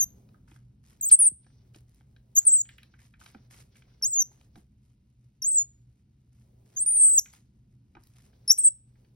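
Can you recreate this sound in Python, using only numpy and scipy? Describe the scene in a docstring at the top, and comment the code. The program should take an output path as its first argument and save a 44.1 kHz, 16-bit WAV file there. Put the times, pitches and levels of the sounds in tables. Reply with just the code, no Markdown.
"""A baby squirrel monkey carries fruit about a desk in a small room, close up, over a computer's hum.
It opens with a thin, gliding, nearly pure peep. The loudest peeps come at 1.1 s: gain control ducks
everything, and a soft handling thump follows. Between further peeps, paws tap and rub on mat and
keyboard, footfalls ring the desk, its nappy rustles. Near 7 s the pitch flutters in one long trill;
more taps and crease snaps follow, then two last peeps near 8.5 s."""
import sys
import numpy as np
from scipy import signal
from scipy.fft import rfft, irfft, next_fast_len
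from scipy.io import wavfile
from scipy.ndimage import uniform_filter1d, map_coordinates

SR = 44100
rng = np.random.default_rng(int(sys.argv[2]) if len(sys.argv) > 2 else 0)


def pcm_store(signal):
    """Save signal as 16-bit PCM."""
    levels = np.round(np.clip(np.atleast_2d(signal), -1, 1) * 32767)
    wavfile.write(sys.argv[1], SR, levels.astype(np.int16).T)


N = 403515
TIME = np.arange(N) / SR

# peeps: (overtone level [dB], glide rows of (time [s], pitch [Hz], level [dB]))
PEEP_GLIDES = [ (-26.5, [(0.0, 6805, -21), (0.01, 6530, -18.5), (0.022, 6260, -22), (0.043, 6130, -28.5)]),
               (-22.5, [(1.011, 7850, -26), (1.023, 7020, -39), (1.033, 6340, -30.5), (1.047, 6596, -29),
               (1.064, 8348, -22.5), (1.078, 7928, -27), (1.094, 7280, -26)]), (-24, [(1.113, 8520, -16),
               (1.124, 9045, 0.5), (1.13, 8494, 7), (1.135, 8153, 0.5), (1.146, 8650, -1.5),
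               (1.158, 7630, -16)]), (-26, [(1.19, 10050, -10.5), (1.204, 9830, -9), (1.222, 9270, -6),
               (1.237, 8780, -11), (1.253, 9310, -10.5), (1.275, 8630, -8.5), (1.289, 8070, -13.5)]),
               (-16.5, [(2.353, 7210, -33), (2.368, 6140, -22.5), (2.385, 6696, -8), (2.393, 7410, -6.5)]),
               (-32, [(2.452, 8950, -22), (2.46, 9186, -33), (2.471, 8750, -11), (2.48, 8210, -3.5),
               (2.492, 7580, -12.5), (2.513, 7250, -16.5), (2.532, 8180, -8.5), (2.559, 8000, -9.5),
               (2.576, 7280, -21), (2.616, 7020, -20), (2.622, 6150, -41)]), (-35.5, [(4.024, 5783, -24.5),
               (4.041, 5030, -22.5), (4.047, 6080, -25.5), (4.06, 6640, -20), (4.08, 7790, -29),
               (4.097, 8170, -35.5), (4.135, 6970, -26), (4.168, 6820, -24.5), (4.197, 6452, -16.5),
               (4.228, 5880, -26)]), (-39, [(5.42, 6100, -27.5), (5.433, 5230, -30.5), (5.439, 5680, -43),
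               (5.443, 6140, -27.5), (5.47, 7400, -24), (5.491, 8370, -20), (5.525, 7600, -26.5),
               (5.558, 7900, -20.5), (5.587, 6880, -16.5), (5.619, 6853, -22), (5.632, 6960, -32)]),
               (-42, [(6.763, 6530, -41), (6.774, 6266, -27.5), (6.797, 7267, -29), (6.813, 8550, -21),
               (6.828, 8600, -22), (6.856, 8530, -41)]), (-21.5, [(6.862, 9056, -21.5),
               (6.945, 8980, -22.5), (6.963, 8965, -17.5), (6.995, 8580, -18.5), (7.015, 8425, -11),
               (7.054, 8274, -7.5), (7.095, 8160, -14.5), (7.17, 7820, -17.5), (7.185, 6500, -8),
               (7.198, 5550, -20.5)]), (-21.5, [(8.478, 5640, -28.5), (8.486, 5060, -29),
               (8.499, 5370, -23), (8.505, 5520, -3.5), (8.515, 5684, -4.5), (8.525, 7280, -16.5),
               (8.532, 7100, -14)]), (-31, [(8.583, 8620, -20), (8.589, 8750, -12), (8.602, 8310, -16),
               (8.631, 7510, -28), (8.641, 8400, -16.5), (8.657, 8480, -7), (8.671, 7920, -11),
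               (8.679, 7820, -5.5), (8.69, 8080, -19)]), ]
# register breaks: (time [s], level [dB], length [s], centre [Hz])
VOICE_CRACKS = [(1.095, -41.5, 0.042, 5010), (1.116, -27, .006, 6513), (1.188, -25.5, 0.0041, 10820),
                (2.35, -48, 0.00407, 9100), (2.45, -46, 0.011, 9600), (4.019, -62, .003, 6013),
                (6.859, -40, 0.012, 8260), (8.504, -38, .025, 8960), (8.577, -28.5, 0.028, 10000)]
# head turn: (time [s], left minus right [dB])
HEAD_TURN = [(8.3, 0.5), (8.48, 2), (8.508, 4), (8.52, 0.5)]
# claws and fruit on keys and mat: (time [s], peak [dB], centre [Hz], bandwidth [octaves])
TAP_HITS = [(0.289, -58, 743, 5.9), (0.343, -55, 1290, 0.26), (0.478, -56.5, 1290, 0.96),
            (0.515, -51, 1520, 1.3), (0.561, -53, 1200, 2), (1.027, -54.5, 2597, 0.38),
            (1.11, -35, 2899, 2.7), (1.113, -45, 984, 0.777), (1.465, -54, 738, 2.3),
            (1.745, -47, 2590, 2.6), (2.008, -54.5, 833, 3), (2.163, -52.5, 2120, 1.8),
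            (2.513, -47, 1530, 1.1), (2.653, -51.5, 2260, 0.82), (2.69, -39.5, 2260, 0.97),
            (2.782, -41, 2200, 0.97), (2.831, -43, 2565, 1.7), (2.938, -53.5, 1648, 0.89),
            (2.99, -54, 2000, 0.53), (3.138, -51.5, 1780, 0.89), (3.213, -45, 1355, 0.8),
            (3.26, -43.5, 1980, 1.85), (3.347, -42, 825, 1.9), (3.755, -54.5, 2176, 0.67),
            (3.821, -52, 1805, 1.5), (4.014, -55, 818, 2.1), (4.315, -59, 713, 1.16),
            (4.411, -54, 1490, 3.6), (4.556, -47.5, 770, 4.8), (6.967, -41.5, 2720, 2.4),
            (7.087, -42.5, 1075, 1.26), (7.258, -43.5, 1980, 0.94), (7.336, -46.5, 1320, 1.9),
            (7.951, -46.5, 957, 1.7), (7.968, -43.5, 950, 1.15), (8.578, -42.5, 1902, 3.1)]
# footfalls: (time [s], relative peak [dB])
FOOTFALLS = [(0.515, -55), (1.314, -58), (1.756, -49), (3.346, -45), (3.354, -42), (4.561, -44.5),
             (4.574, -44), (7.952, -47), (7.967, -42.5)]
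# desk top modes: (frequency [Hz], relative level [dB], t60 [s])
DESK_MODES = [(136, 5, 0.039), (200, 1, 0.094), (314, 9.5, 0.037), (438, -6.5, 0.054), (610, 1.5, 0.02),
              (845, -17, 0.037)]
# nappy creases: (time [s], peak [dB])
CREASE_SNAPS = [(1.7794, -60), (1.8065, -58), (1.894, -59.5), (1.9451, -54.5), (2.6914, -53), (2.7814, -52),
                (2.8314, -51.5), (3.3149, -53), (3.7696, -56.5), (7.335, -45.5), (8.0364, -50),
                (8.0544, -63), (8.071, -46), (8.25, -65)]
# paw rubs, fur or nappy brushes, weight shifts: (start [s], length [s], level [dB])
RUB_STROKES = [(0.0, 0.078, -81.5), (0.994, .17, -64.5), (1.397, 0.22, -78.5), (2.35, .22, -64.5),
               (2.68, 0.25, -78.5), (3.239, 0.17, -75.5), (3.68, 0.28, -75), (4.015, 0.52, -83),
               (5.428, 0.18, -78), (6.779, .5, -71), (8.141, 0.58, -80.5), (8.85, .25, -93)]
BRUSH_STROKES = [(.47, 0.089, -71), (.83, .1, -70), (1.735, 0.025, -67.5), (1.87, .14, -82.5),
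                 (2.98, .08, -69), (3.19, 0.1, -63), (3.5, .11, -60), (3.745, 0.039, -66),
                 (4.31, 0.13, -76.5), (4.55, 0.044, -74.5), (4.82, 0.081, -84.5), (6.32, 0.11, -78.5),
                 (6.65, 0.11, -74.5), (7.32, 0.029, -60.5), (7.99, 0.16, -78), (8.15, 0.1, -68.5)]
SHUFFLE_STROKES = [(0.0, .34, -70), (.9, 0.24, -71), (1.45, .33, -76.5), (1.98, 0.9, -79),
                   (3.17, 1.42, -77.5), (5.35, 0.26, -85), (6.35, 0.86, -74), (8.12, 0.53, -74),
                   (8.85, 0.33, -78.5)]
# their spectra: (frequency [Hz], relative density [dB])
RUB_SPECTRUM = [(290, -33), (500, -5.5), (798, -5), (1020, -4.5), (2030, -7), (2960, -7.5), (5240, -4),
                (6000, -4), (7800, -41), (13200, -120)]
BRUSH_SPECTRUM = [(1000, 4), (2200, 3.5), (4000, 1), (6000, 4), (9000, 2.5), (12500, -4), (14500, -4.5),
                  (16000, -25)]
SHUFFLE_SPECTRUM = [(200, -14.5), (380, 1), (700, -7), (1000, -15), (1600, -26.5)]
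# fan rumble, faint hiss: (frequency [Hz], relative density [dB])
FAN_SPECTRUM = [(12, -56), (20, -27.5), (53, -5), (91, -7), (107, -6), (124, 1.5), (157, -13.5),
                (209, -11.5), (280, -18.5), (526, -38), (642, -42.5), (955, -42.5), (1080, -49),
                (1500, -47), (1950, -76), (3300, -120)]
HISS_SPECTRUM = [(400, -6), (1000, -12.5), (2500, 2), (5000, -2), (9000, -10.5), (15500, -18.5)]
# fan envelope: (time [s], level [dB])
FAN_ENVELOPE = [(0, -54), (1.0, -59.5), (1.5, -59.5), (4.5, -61), (5.2, -63), (7.0, -60.5), (8.0, -59.5),
                (9.15, -61)]
# computer hum: (frequency [Hz], level [dB])
HUM_LINES = [(64.8, -71.5), (120.1, -67.5)]
# diffuse sound at the two microphone ports: (frequency [Hz], coherence [0-1])
PORT_COHERENCE = [(100, 1), (250, 0.96), (500, 0.17), (1300, 0.11), (2000, .75), (2900, 0.47), (4700, 0.39),
                  (6000, .85), (7300, 1), (9000, 0.67), (10500, 0.99), (12000, 0.27), (13600, 0.98),
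                  (16000, 0.66)]
# phase between the ports: (frequency [Hz], left lead [rad])
PORT_LEAD = [(20, 0), (350, -.1), (700, -1.6), (1300, -1.6), (1800, .2), (2600, .9), (3800, .9), (5200, .5),
             (6300, 2.0), (7300, 3.14), (8500, 4.25), (10000, 6.0), (11000, 6.4), (13600, 9.4),
             (16000, 12.3)]


def peeps(edge_s=.0034, raspy_hz=6300, clear_hz=7814, rasp_db=-22, rasp_s=.014, hiss_db=-33, hiss_s=.04,
          knee_hz=5980, loss_db_per_octave=42, trill_hz=79, trill_swing_hz=96.2, shimmer_db=1.38):
    """A tiny larynx whistles a near sine with a weak, broken octave; low openings rasp and hiss."""
    out = np.zeros(N)
    for overtone_db, glide in PEEP_GLIDES:
        s, pitch_hz, db = np.transpose(glide)
        t = TIME[(TIME > s[0] - edge_s) & (TIME < s[-1] + edge_s)]
        age_s = t - s[0]
        hz = uniform_filter1d(np.interp(t, s, pitch_hz), size=160, mode="nearest")
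        level_db = uniform_filter1d(np.interp(t, s, db), size=80, mode="nearest")
        raspiness = np.clip((clear_hz - hz) / (clear_hz - raspy_hz), 0, 1)
        jitter = .0045 * (raspy_hz / hz) ** 2 * drift(500, t)
        rasp = 1 + from_db(rasp_db) * raspiness * np.exp(-age_s / rasp_s) * drift(2200, t)
        trill = gate(t, start_s=6.85, end_s=7.17, edge_s=.04) * np.sin(2 * np.pi * trill_hz * t)
        phase = 2 * np.pi * np.cumsum(hz * (1 + jitter) + trill_swing_hz * trill) / SR
        # the octave partly follows the level and fades above the knee
        loss_db = loss_db_per_octave * np.maximum(np.log2(hz / knee_hz), 0)
        octave_db = overtone_db + .46 * (level_db - db.max()) - loss_db + 3.5 * drift(300, t)
        octave = from_db(octave_db) * (1 + from_db(-9) * drift(1500, t)) * np.sin(2 * phase)
        breath = rms_one(band(rng.standard_normal(len(t)), low_hz=5300, high_hz=13000))
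        hiss = from_db(hiss_db) * raspiness * np.exp(-age_s / hiss_s) * breath
        tone = from_db(level_db) * (rasp * np.sin(phase) + hiss) + octave
        shimmer = from_db(shimmer_db * drift(220, t))
        add(out, t[0], np.sqrt(2) * tone * shimmer * gate(t, s[0], s[-1], edge_s))
    return out


def cracks(band_ratio=1.3):
    """The vocal folds rattle briefly, unpitched, at a register jump."""
    out, t = np.zeros(N), TIME[:SR // 10]
    for s, db, length_s, hz in VOICE_CRACKS:
        rattle = rms_one(band(rng.standard_normal(len(t)), hz / band_ratio, hz * band_ratio))
        add(out, s, from_db(db) * rattle * np.exp(-2 * t / length_s))
    return out


def taps(rise_s=.0008, contact_s=.0015, rattle_db=-17, rattle_s=.012, padding_hz=5500,
         ticks_per_rub=2, tick_db=-64.5, tick_hz=1600, tick_octaves=1.4):
    """Padded contact, then loose plastic rattles; narrow bands ring longer. 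Claws tick during rubs."""
    out, t = np.zeros(N), TIME[:SR // 10]
    padding = signal.butter(2, padding_hz, fs=SR, output="sos")
    ticks = [(start_s + when * length_s, tick_db, tick_hz * 2 ** (pitch - .5), tick_octaves)
             for start_s, length_s, _ in RUB_STROKES for when, pitch in rng.random((ticks_per_rub, 2))]
    for s, db, hz, octaves in TAP_HITS + ticks:
        octaves = max(octaves, .5)
        band_ratio = 2 ** (octaves / 2)
        rattle = from_db(rattle_db) * np.exp(-t * octaves / rattle_s)
        force = (1 - np.exp(-t / rise_s)) * (np.exp(-t / contact_s) + rattle)
        ring = band(force * rng.standard_normal(len(t)), hz / band_ratio, hz * band_ratio)
        add(out, s, at_peak(signal.sosfilt(padding, ring), db))
    return out


def steps(push_s=.0045, trim_db=-3.5):
    """Each soft footfall is a short, uneven push that rings the desk's modes."""
    out, t = np.zeros(N), TIME[:SR // 5]
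    desk = sum((-1) ** k * from_db(db - 60 * t / t60_s) * np.sin(2 * np.pi * hz * t)
               for k, (hz, db, t60_s) in enumerate(DESK_MODES))
    for s, db in FOOTFALLS:
        push = rng.standard_normal(len(t)) * np.exp(-t / push_s)
        thud = signal.fftconvolve(push, desk)[:len(t)]
        add(out, s, at_peak(thud, db + trim_db))
    return out


def snaps(decay_s=.001):
    """Nappy creases flip over with a tiny bright crack."""
    out, t = np.zeros(N), TIME[:SR // 50]
    for s, db in CREASE_SNAPS:
        burst = rng.standard_normal(len(t)) * np.exp(-t / decay_s)
        add(out, s, at_peak(band(burst, low_hz=4000, high_hz=15000), db))
    return out


def bump(start_s=1.315, gain_db=-35, first_hz=480, last_hz=62, fall_s=.007, rise_s=.008, decay_s=.02):
    """A dull thump as the animal is handled; its pitch drops into the bass."""
    out, t = np.zeros(N), TIME[:SR // 5]
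    hz = last_hz + (first_hz - last_hz) * np.exp(-t / fall_s)
    envelope = from_db(gain_db) * (1 - np.exp(-t / rise_s)) * np.exp(-t / decay_s)
    add(out, start_s, envelope * np.sin(2 * np.pi * np.cumsum(hz) / SR))
    return out


def friction(rub_grain_db=1.5, brush_grain_db=3, pressure_db=1.5):
    """Paws, fur and nappy slide in small catches under wavering pressure; weight shifts sound dull."""
    rub = from_db(rub_grain_db * drift(140)) * stick_slip(RUB_SPECTRUM, catch_db=3.5, rate_hz=55)
    rub *= strokes(RUB_STROKES, attack_s=.045, release_s=.07, rest_db=-101)
    brush = from_db(brush_grain_db * drift(400)) * stick_slip(BRUSH_SPECTRUM, catch_db=2.5, rate_hz=250)
    brush *= strokes(BRUSH_STROKES, attack_s=.012, release_s=.028, rest_db=-88)
    shuffle = noise(SHUFFLE_SPECTRUM)
    shuffle *= strokes(SHUFFLE_STROKES, attack_s=.18, release_s=.08, rest_db=-90.5)
    return (rub + brush + shuffle) * from_db(pressure_db * drift(25))


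def strokes(rows, attack_s, release_s, rest_db):
    """Sliding gain: each stroke swells, holds and decays to the stir of a resting animal."""
    gain, t = np.full(N, from_db(rest_db)), TIME[:2 * SR]
    for start_s, length_s, db in rows:
        release = np.exp(-np.maximum(t - length_s, 0) / release_s)
        add(gain, start_s, from_db(db) * np.minimum(t / attack_s, 1) * release)
    return gain


def stick_slip(spectrum, catch_db, rate_hz):
    """Sliding noise in six bands, each catching and slipping on its own; rms 1."""
    spectra = rfft(noise(spectrum), next_fast_len(N, True))
    position = np.log2(np.linspace(500, SR / 2, spectra.shape[1]) / 500)
    bands = [irfft(spectra * np.maximum(1 - np.abs(position - k), 0))[:, :N] for k in range(6)]
    return rms_one(sum(x * from_db(catch_db * drift(rate_hz)) for x in bands))


def computer(hiss_db=-89, waver_db=4, wander_rad=.3):
    """Fan rumble and two wavering hum lines over faint hiss."""
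    hum = np.zeros(N)
    for hz, db in HUM_LINES:
        amplitude = np.sqrt(2) * from_db(db + waver_db * drift(5))
        hum += amplitude * np.sin(2 * np.pi * hz * TIME + wander_rad * drift(1.1))
    fan = from_db(curve(FAN_ENVELOPE)) * noise(FAN_SPECTRUM)
    return fan + hum + from_db(hiss_db) * noise(HISS_SPECTRUM)


def room(x, t60_s, late_db, early_db, early_s):
    """Direct sound, early reflections from desk and screen, and the room's tail."""
    diffuse = rms_one(irfft(port_spectra(2 ** 15)[0]))
    t = np.arange(diffuse.shape[1]) / SR
    late = from_db(-60 * t / t60_s) * (1 - np.exp(-t / .012))
    late *= from_db(late_db) / np.linalg.norm(late)
    early = np.exp(-t / early_s) * (t > .001)
    early *= from_db(early_db) / np.linalg.norm(early)
    return x + signal.fftconvolve(x[None], diffuse * (early + late), axes=1)[:, :N]


def noise(spectrum):
    """Shaped diffuse stereo noise, rippled by standing waves; rms 1."""
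    spectra, hz = port_spectra(next_fast_len(N, True))
    ripple_db = 1.8 * drift(1 / 35, hz) * np.minimum(hz / 500, 1)
    return rms_one(irfft(spectra * from_db(at_hz(spectrum, hz) + ripple_db))[:, :N])


def port_spectra(size):
    """Diffuse noise spectra at the two ports, and their frequencies."""
    mid, side = rfft(rng.standard_normal((2, size)))
    hz = np.arange(len(mid)) * SR / size
    coherence = np.clip(at_hz(PORT_COHERENCE, hz), 0, .999)
    return np.sqrt(1 + coherence) * mid + np.sqrt(1 - coherence) * side * [[1], [-1]], hz


def gain_control(x, threshold_db=-19, slope=.43, release_db_per_s=60):
    """Gain drops at once by a share of the excess level, then creeps back."""
    power = uniform_filter1d(np.mean(x ** 2, axis=0), size=128)
    excess_db = np.maximum(10 * np.log10(np.abs(power) + 1e-12) - threshold_db, 0)
    release_db = release_db_per_s * TIME
    held_db = np.maximum.accumulate(excess_db + release_db) - release_db
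    return x * from_db(-slope * uniform_filter1d(uniform_filter1d(held_db, size=160), size=160))


def from_db(db):
    """Decibels to gain."""
    return 10 ** (np.asarray(db) / 20)


def rms_one(x):
    """Scale to rms 1."""
    return x / np.sqrt(np.mean(x ** 2) + 1e-20)


def at_peak(x, db):
    """Scale to a peak level."""
    return from_db(db) * x / np.abs(x).max()


def curve(rows, at=TIME):
    """Interpolate (x, value) rows linearly."""
    return np.interp(at, *np.transpose(rows))


def at_hz(rows, hz):
    """Interpolate a spectrum in log frequency."""
    knots_hz, values = np.transpose(rows)
    return np.interp(np.log(hz + 1), np.log(knots_hz), values)


def gate(t, start_s, end_s, edge_s):
    """Unit window with smooth edges."""
    inside_s = np.minimum(t - start_s, end_s - t)
    return np.sin(np.pi / 2 * np.clip(inside_s / edge_s + .5, 0, 1)) ** 2


def band(x, low_hz, high_hz):
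    """Causal band-pass."""
    return signal.sosfilt(signal.butter(2, [low_hz, high_hz], "band", fs=SR, output="sos"), x)


def drift(rate, t=TIME):
    """Smooth random curve, spread about 1, with rate knots per unit of t."""
    knots = rng.standard_normal(len(t) // 4 + 4)
    return map_coordinates(knots, [(t - t[0]) * rate], order=3, mode="wrap")


def add(out, s, sound):
    """Mix a sound in at time s."""
    i = max(0, round(s * SR))
    out[..., i:i + sound.shape[-1]] += sound[..., :N - i]


def scene():
    """Voice and contacts in the room, over friction and hum."""
    voice = room(peeps() + cracks(), t60_s=.32, late_db=-31.5, early_db=-21, early_s=.017)
    voice *= from_db(curve(HEAD_TURN) * [[.5], [-.5]])
    contacts = room(taps() + steps() + snaps(), t60_s=.18, late_db=-8, early_db=-4, early_s=.0022)
    return voice + contacts + bump() + friction() + computer()


def record(dry, cutoff_hz=16000):
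    """Gain control, treble lag at the right port, steep low-pass."""
    size = next_fast_len(N + 2048, True)
    spectra = rfft(gain_control(dry), size)
    hz = np.arange(spectra.shape[1]) * SR / size
    spectra[1] *= np.exp(-1j * curve(PORT_LEAD, hz))
    low_pass = signal.ellip(12, .1, 80, cutoff_hz, fs=SR, output="sos")
    return signal.sosfilt(low_pass, irfft(spectra, size)[:, :N])


dry = scene()
out = record(dry)
pcm_store(out)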